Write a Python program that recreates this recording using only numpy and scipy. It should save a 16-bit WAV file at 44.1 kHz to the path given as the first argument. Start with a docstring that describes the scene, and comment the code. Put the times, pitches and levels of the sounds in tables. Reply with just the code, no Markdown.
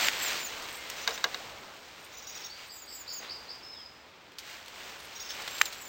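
"""Hand shears prune a rose bush: stems snap, steel jaws clack, thorns scratch on cloth, canes rub.
The gardener's jacket folds, slides and crinkles. A small bird whistles, chips and scolds nearby;
another buzzes farther off. Trees and a wall echo shears and birds over quiet air and a faint drone.
A pocket camera samples it all at half rate and holds each sample twice."""
import sys
import numpy as np
from scipy import signal
from scipy.fft import rfft, irfft, next_fast_len
from scipy.io import wavfile
from scipy.ndimage import map_coordinates

SR = 44100
rng = np.random.default_rng(int(sys.argv[2]) if len(sys.argv) > 2 else 0)


def generate_wav(signal):
    """Clip the signal to [-1, 1] and save it as 16-bit WAV at the path in sys.argv[1]."""
    frames = np.transpose(np.atleast_2d(signal))
    scaled = np.clip(frames, -1, 1) * 32767
    pcm = np.round(scaled).astype(np.int16)
    wavfile.write(sys.argv[1], SR, pcm)


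N = 259659

# Table levels are relative; the functions apply further gain.
# Stems breaking. Each row: start in seconds, level in dB, pitch in Hz, splinter level in dB.
SNAPS = [(0.0455, -15, 3030, -30), (0.0850, -3.5, 2180, -40), (5.614, 1, 1810, -11.5)]
# Jaws and handles knocking. Each row: start in seconds, level in dB, cane thump in dB.
CLACKS = [(1.0757, -20.5, -28.5), (1.107, -33.5, -34.5), (1.177, -36, -35.5), (1.2414, -18.5, -27),
          (1.3449, -30.5, -42)]
# Steel resonances. Each row: frequency in Hz, level in dB, T60 in seconds.
SHEAR_MODES = [(470.5, -17, 0.19), (718, -18, 0.11), (1090, -12, 0.024), (1630, 0, 0.049),
               (2070, -2.5, 0.036), (2330, -16, 0.033), (2870, -4.5, 0.047), (3430, -8, 0.034),
               (3770, 5.5, 0.024), (4520, 3, 0.013), (4930, -8, .016), (5950, -21, .015)]
# Fibres tearing, thorns on cloth. Each row: start in seconds, level in dB, decay in seconds, pitch in Hz.
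SCRATCHES = [(0.622, -40, 0.049, 3740), (0.687, -34, 0.016, 3220), (0.9, -29, 0.0083, 5100),
             (1.092, -35, 0.019, 3600), (4.3195, -45.5, 0.0056, 3100), (4.385, -34.5, .022, 4430),
             (4.66, -40.5, 0.0048, 3900), (4.682, -37, .007, 4120), (5.306, -32.5, 0.0089, 3240),
             (5.421, -35, .007, 4540), (5.477, -28, 0.0099, 3000), (5.581, -32, 0.016, 4400),
             (5.656, -28, 0.013, 3850), (5.726, -37, 0.033, 4430)]
# Cane on cane. Each row: start in seconds, level in dB, decay in seconds.
RUBS = [(3.223, -42.5, 0.027), (3.246, -43, .05)]
# Spectra of cracking fibre, rubbed cane, sliding cloth, folding cloth and distant air.
# Each row: frequency in Hz, level in dB.
FIBRE_SPECTRUM = [(300, -39), (1000, 17.5), (2500, 10), (4500, 15), (7000, 8.5), (10000, -20)]
CANE_SPECTRUM = [(150, -14), (450, -1.5), (900, -1), (2200, -0.5), (4000, -2), (8000, -25)]
SWISH_SPECTRUM = [(150, -24.5), (300, -12), (600, -7.5), (1100, -4), (2200, 2), (4000, -1.5), (6500, -6.5),
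                  (8000, -9), (10300, -24.5)]
FOLD_SPECTRUM = [(50, -8.5), (100, -7), (240, -5.5), (520, 0.5), (850, 0.5), (1400, -1.5), (4000, -28),
                 (7000, -82)]
AIR_SPECTRUM = [(15, -21), (30, -26), (60, 5), (150, 2), (400, 5), (900, 4), (2100, 2), (4700, -3.5),
                (6500, -15), (10300, -43)]
# The gardener's briskness. Each row: time in seconds, rustle in dB.
MOVEMENT = [(0.0, -36), (0.23, -39), (0.41, -42.5), (1.16, -49), (1.36, -45.5), (1.62, -52.5), (1.98, -52),
            (2.5, -51.5), (2.64, -55), (2.88, -55), (3.34, -51.5), (4.11, -60), (4.39, -59), (4.58, -52.5),
            (5.29, -47.5), (5.52, -43), (5.75, -47.5), (5.88, -50)]
# Sleeve strokes. Each row: centre in seconds, length in seconds, swish in dB, fold in dB.
STROKES = [(0.032, 0.17, -30.5, -48), (0.31, 0.28, -34.5, -51), (0.617, 0.34, -49.5, -50.5),
           (1.046, 0.52, -42.5, -51), (1.533, 0.67, -55, -50.5), (2.397, .2, -49, -59),
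           (2.613, 0.19, -49, -59), (3.408, 0.69, -73, -58.5), (4.508, 0.27, -46.5, -66.5),
           (4.846, 0.32, -47.5, -54.5), (5.33, 0.12, -46.5, -78), (5.408, 0.1, -45, -49)]
# Near bird's held whistles and falling slurs.
# Each row: start in seconds, length in seconds, start pitch in Hz, level in dB.
WHISTLES = [(0.0, 0.09, 7600, -28), (0.167, 0.12, 7720, -30.5), (0.374, .103, 7270, -32.5),
            (5.481, .21, 7560, -36)]
SLURS = [(2.709, 0.14, 8420, -36.5), (2.903, 0.13, 8350, -34.5), (3.126, 0.0707, 7380, -29.5),
         (5.785, 0.12, 8120, -35.5)]
# Its high chips and hoarse scolds. Each row: start in seconds, top pitch in Hz, level in dB.
CHIPS = [(0.75, 8670, -48), (2.04, 9200, -58.5), (5.024, 9500, -56.5)]
SCOLDS = [(1.008, 6100, -46.5), (1.122, 6080, -44.5), (2.164, 6100, -49), (2.263, 5890, -46),
          (2.342, 5840, -44.5), (2.434, 5680, -43.5), (5.193, 5750, -43.5), (5.286, 5500, -43)]
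# Scold timbre; harmonic 6 carries the listed pitch. Each row: harmonic number, level in dB.
SCOLD_PARTIALS = [(4, -5.5), (5, -10), (6, 1.5), (7, -1.5)]
# Far bird's buzzes.
# Each row: start in seconds, length in seconds, pitch in Hz, sweep as a share of pitch, level in dB.
BUZZES = [(2.485, .055, 4650, 0.092, -43.5), (2.68, 0.052, 4910, 0.16, -44.5),
          (2.864, 0.085, 4930, 0.28, -45.5), (3.064, 0.072, 4860, 0.31, -38.5),
          (3.281, 0.054, 4870, 0.28, -37), (3.477, 0.048, 5000, 0.25, -39.5)]
# Its glides. Each row: start in seconds, length in seconds, start and end pitch in Hz, level in dB.
GLIDES = [(0.77, 0.135, 2125, 2050, -51), (3.626, .25, 5260, 5010, -50.5), (3.716, 0.1, 4150, 3050, -59)]
# Echo decay among the trees. Each row: frequency in Hz, T60 in seconds.
ECHO_DECAY = [(200, 0.33), (2000, 0.15), (5000, 0.59), (10000, 0.13)]


def stem_snaps(peak_cycles=0.67, crack_t60_s=0.02, crack_db=-18, split_s=0.0032, split_width_s=0.0011):
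    """A stem gives in one heavily damped swing; its last fibres splinter just after."""
    out, t = np.zeros(N), clock(0.048)
    wood_spectrum = [(400, -38), (1200, 1), (2100, 8), (3800, -6), (6300, 0.5), (10000, -13)]
    for start_s, db, hz, splinter_db in SNAPS:
        u = t * hz / peak_cycles
        swing = np.sin(2 * np.pi * hz * t) * (u * np.exp(1 - u)) ** 3
        crack = amp(crack_db - 60 * t / crack_t60_s) * noise(len(t), FIBRE_SPECTRUM)
        burst = np.exp(-abs(t - split_s) / split_width_s) * np.minimum(t / split_s, 1)
        splinters = amp(splinter_db) * noise(len(t), wood_spectrum) * burst
        add(out, start_s, amp(db) * (swing + crack + splinters))
    # a thin stem radiates little bass
    return signal.lfilter(*signal.butter(1, 1300, "high", fs=SR), out)


def jaw_clacks(ring_db=-3, crack_t60_s=0.027, thump_t60_s=0.11):
    """The jaws shut with a crack; the gloved hand damps the steel's ring, and the shaken cane thumps."""
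    out, t = np.zeros(N), clock(0.11)
    thump_spectrum = [(120, -19), (300, -9), (480, -2), (1000, -1.5), (2000, -11), (5000, -57)]
    for start_s, db, thump_db in CLACKS:
        ring = np.zeros(len(t))
        for hz, mode_db, t60_s in SHEAR_MODES:
            decay = amp(mode_db + rng.normal(0, 1) - 60 * t / t60_s)
            ring += decay * np.sin(2 * np.pi * (hz * rng.normal(1, 0.016) * t + rng.random()))
        ring *= 1 - np.exp(-t / 0.00038)
        crack = noise(len(t), FIBRE_SPECTRUM) * amp(-60 * t / crack_t60_s)
        thump = noise(len(t), thump_spectrum) * amp(thump_db - 60 * t / thump_t60_s)
        thump *= 1 - np.exp(-t / 0.0087)
        add(out, start_s, amp(db) * (amp(ring_db) * ring + crack) + thump)
    return out


def thorn_scratches(gain_db=-1.5, tick_db=1):
    """A thorn catches with a tick and runs on in tiny fractures, strongest around one pitch."""
    out, t = np.zeros(N), clock(0.1)
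    for start_s, db, decay_s, hz in SCRATCHES:
        spectrum = [(hz / 8, -19), (hz / 2, -4), (hz, 0), (hz * 1.48, -4), (hz * 3, -18), (hz * 8, -40)]
        fractures = coloured(grains(len(t), spread_db=3, rate_hz=1500), spectrum)
        tick = amp(tick_db) * np.sin(2 * np.pi * hz * t) * hz * t * np.exp(1 - hz * t)
        add(out, start_s, amp(db + gain_db) * (tick + fractures * np.exp(-2 * t / decay_s)))
    return out


def cane_rubs():
    """One cane catches on another and slides off with a dull, woody scrape."""
    out, t = np.zeros(N), clock(0.15)
    for start_s, db, decay_s in RUBS:
        scrape = coloured(grains(len(t), spread_db=3, rate_hz=400), CANE_SPECTRUM)
        add(out, start_s, amp(db) * scrape * np.exp(-t / decay_s))
    return out


def jacket(fold_db=-5.5, fold_growth=0.84, swish_db=0.32, swish_growth=1.183,
           crinkle_db=-14, crinkles_per_s=130):
    """Cloth folds softly, swishes in small slips as it slides on itself, and crinkles as creases give."""
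    t, brisk_db = np.arange(N) / SR, movement_db()
    mean_db = brisk_db.mean()
    sliding = amp(mean_db + swish_db + swish_growth * (brisk_db - mean_db))
    folding = amp(mean_db + fold_db + fold_growth * (brisk_db - mean_db))
    for centre_s, length_s, slide_db, bend_db in STROKES:
        stroke = swell((t - centre_s) / length_s + 0.5, 0.47)
        sliding = np.hypot(sliding, amp(slide_db) * stroke)
        folding = np.hypot(folding, amp(bend_db) * stroke)
    folds = noise(N, FOLD_SPECTRUM) * folding
    slips = coloured(grains(N, spread_db=1.5, rate_hz=980), SWISH_SPECTRUM) * amp(0.59 * wobble(45))
    impulses = rng.standard_normal(N) * (rng.random(N) < crinkles_per_s / SR)
    crinkles = amp(crinkle_db) * coloured(impulses, FIBRE_SPECTRUM)
    return folds + (slips + crinkles) * sliding


def movement_db():
    """The gardener's briskness at each sample."""
    return np.interp(np.arange(N) / SR, *np.transpose(MOVEMENT))


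def near_bird(sag_hz=203, droop_s=0.013, fall_hz_per_s=11800, short_note_s=0.045, rasp=0.0081):
    """Thin drooping whistles, falling slurs, arched chips, and hoarse scolds of close partials."""
    out = np.zeros(N)
    for start_s, length_s, start_hz, db in WHISTLES:
        t = clock(length_s)
        droop_hz = 950 * np.exp((t - length_s) / droop_s)
        hz = start_hz - sag_hz * t / length_s - droop_hz
        add(out, start_s, amp(db - 5) * thin_note(hz, grow_db=8.5))
    for start_s, length_s, start_hz, db in doubled(SLURS, lead_s=0.055, lead_db=-6):
        t = clock(length_s)
        droop_hz = 250 * np.exp((t - length_s) / droop_s)
        hz = start_hz - fall_hz_per_s * t - droop_hz
        add(out, start_s, amp(db - 8) * thin_note(hz, grow_db=9))
    u = clock(short_note_s) / short_note_s
    for start_s, top_hz, db in doubled(CHIPS, lead_s=0.046, lead_db=-1.5):
        hz = top_hz * (1 - 0.22 * (2 * u - 1) ** 2)
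        flutter_db = 5.8 * wobble(170, len(u))
        add(out, start_s, amp(db - 2 + flutter_db) * swell(u, 0.12) * np.sin(phase(hz)))
    for start_s, top_hz, db in doubled(SCOLDS, lead_s=0.046, lead_db=-5.5):
        hz = top_hz * (1 - 0.26 * abs(2 * u - 1) ** 2.6)
        hz *= 1 + rasp * wobble(820, len(u))
        base_phase = phase(hz / 6)
        note = sum(amp(partial_db + 3.1 * wobble(230, len(u))) * np.sin(harmonic * base_phase)
                   for harmonic, partial_db in SCOLD_PARTIALS)
        add(out, start_s, amp(db - 3) * swell(u, 0.25) * np.sqrt(2) * note)
    return out


def thin_note(hz, grow_db, waver=0.0095):
    """An unsteady pure note along a pitch curve, growing louder to its end."""
    u = np.arange(len(hz)) / len(hz)
    effort = amp(grow_db * (u - 1) + 3.9 * wobble(114, len(u)))
    fade_in = np.sin(np.pi / 2 * np.minimum(u / 0.25, 1))
    tone = np.sin(phase(hz * (1 + waver * wobble(377, len(u)))))
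    return effort * fade_in * swell(u, 0.032) * tone


def doubled(notes, lead_s, lead_db):
    """Each note with a softer copy just ahead of it."""
    return [row for start_s, *shape, db in notes
            for row in ((start_s - lead_s, *shape, db + lead_db), (start_s, *shape, db))]


def far_bird(sweeps_per_s=86, scoop_hz=1340, scoop_s=0.011, pulsing=0.81, trail_hz=4800, trail_s=0.094):
    """Buzzes climb to pitch in quick downward sweeps and trail off on a faint tone; glides rasp a little."""
    out, trail_u = np.zeros(N), clock(trail_s) / trail_s
    for start_s, length_s, main_hz, sweep, db in BUZZES:
        t = clock(length_s)
        cycle, scoop = (t * sweeps_per_s) % 1, np.exp(-t / scoop_s)
        hz = (main_hz - scoop_hz * scoop) * (1 + sweep * (0.5 - cycle))
        # the voice gains strength as it climbs and fades between sweeps
        pulse = (1 - scoop) * (1 - pulsing * np.cos(np.pi * cycle) ** 2)
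        add(out, start_s, amp(db + 3.5) * swell(t / length_s, 0.19) * pulse * np.sin(phase(hz)))
        trail = np.sin(phase(trail_hz * (1 + 0.0084 * wobble(400, len(trail_u)))))
        add(out, start_s + length_s, amp(db - 8) * swell(trail_u, 0.15) * (1 - trail_u) * trail)
    for start_s, length_s, start_hz, end_hz, db in GLIDES:
        u = clock(length_s) / length_s
        hz = (start_hz + (end_hz - start_hz) * u) * (1 + 0.015 * wobble(500, len(u)))
        add(out, start_s, amp(db + 3) * swell(u, 0.044) * np.sin(phase(hz)))
    return out


def tree_echo(x):
    """Trunks and a house wall scatter a thin, lingering echo."""
    hz, t, bins = signal.stft(rng.standard_normal(SR // 2), SR, nperseg=256)
    decay = amp(-60 * t / along(ECHO_DECAY, hz)[:, None])
    tail = signal.istft(bins * decay, SR, nperseg=256)[1]
    return signal.fftconvolve(x, tail / np.linalg.norm(tail))[:N]


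def garden_air(air_db=-56, drone_hz=72, drone_db=-71, drone_growth=0.34):
    """Distant outdoor air; a faint low drone wavers, a little stronger while the gardener moves."""
    air = noise(N, AIR_SPECTRUM) * amp(air_db + wobble(2.18))
    brisk_db = movement_db()
    drone_gain = amp(drone_db + drone_growth * (brisk_db - brisk_db.mean()) + 3.2 * wobble(14))
    return air + drone_gain * np.sin(phase(drone_hz + 6 * wobble(9.4)))


def amp(db):
    return 10 ** (np.asarray(db) / 20)


def unit_rms(x):
    return x / np.sqrt(np.mean(x ** 2) + 1e-20)


def along(points, hz):
    """Interpolate (Hz, value) points on a log axis."""
    knots_hz, values = np.transpose(points)
    return np.interp(np.log(hz + 1), np.log(knots_hz + 1), values)


def clock(length_s):
    return np.arange(int(length_s * SR)) / SR


def add(track, start_s, sound):
    part = track[max(round(start_s * SR), 0):][:len(sound)]
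    part += sound[:len(part)]


def wobble(rate_hz, size=N):
    """A smooth curve through random knots."""
    knots = rng.standard_normal(int(size * rate_hz / SR) + 4)
    return map_coordinates(knots, [np.arange(size) * rate_hz / SR])


def filtered(x, response):
    size = next_fast_len(len(x) + 8192)
    return irfft(rfft(x, size) * response(np.fft.rfftfreq(size, 1 / SR)), size)[:len(x)]


def coloured(x, spectrum):
    """x shaped by (Hz, dB) points, at rms 1."""
    return unit_rms(filtered(x, lambda hz: amp(along(spectrum, hz))))


def noise(size, spectrum):
    return coloured(rng.standard_normal(size), spectrum)


def grains(size, spread_db, rate_hz):
    """White noise broken into tiny slips of uneven strength."""
    return unit_rms(rng.standard_normal(size) * amp(spread_db * wobble(rate_hz, size)))


def phase(hz):
    return 2 * np.pi * np.cumsum(hz) / SR


def swell(u, edge):
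    """Soft on, soft off as u runs from 0 to 1."""
    return np.sin(np.pi / 2 * np.clip(np.minimum(u, 1 - u) / edge, 0, 1))


def scene():
    pruning = stem_snaps() + jaw_clacks() + thorn_scratches() + cane_rubs()
    near, far = near_bird(), far_bird()
    echo = tree_echo(amp(-26) * pruning + amp(-12) * near + amp(-5.5) * far)
    return pruning + near + far + echo + jacket() + garden_air()


def record(dry, antialias_hz=10500, top_hz=16000):
    """Holding each half-rate sample twice mirrors the treble into the top octave."""
    band_limited = filtered(dry, lambda hz: 1 / np.sqrt(1 + (hz / antialias_hz) ** 400))
    held = np.repeat(band_limited[::2], 2)[:N]
    return filtered(held, lambda hz: hz < top_hz)


dry = scene()
out = record(dry)
generate_wav(out)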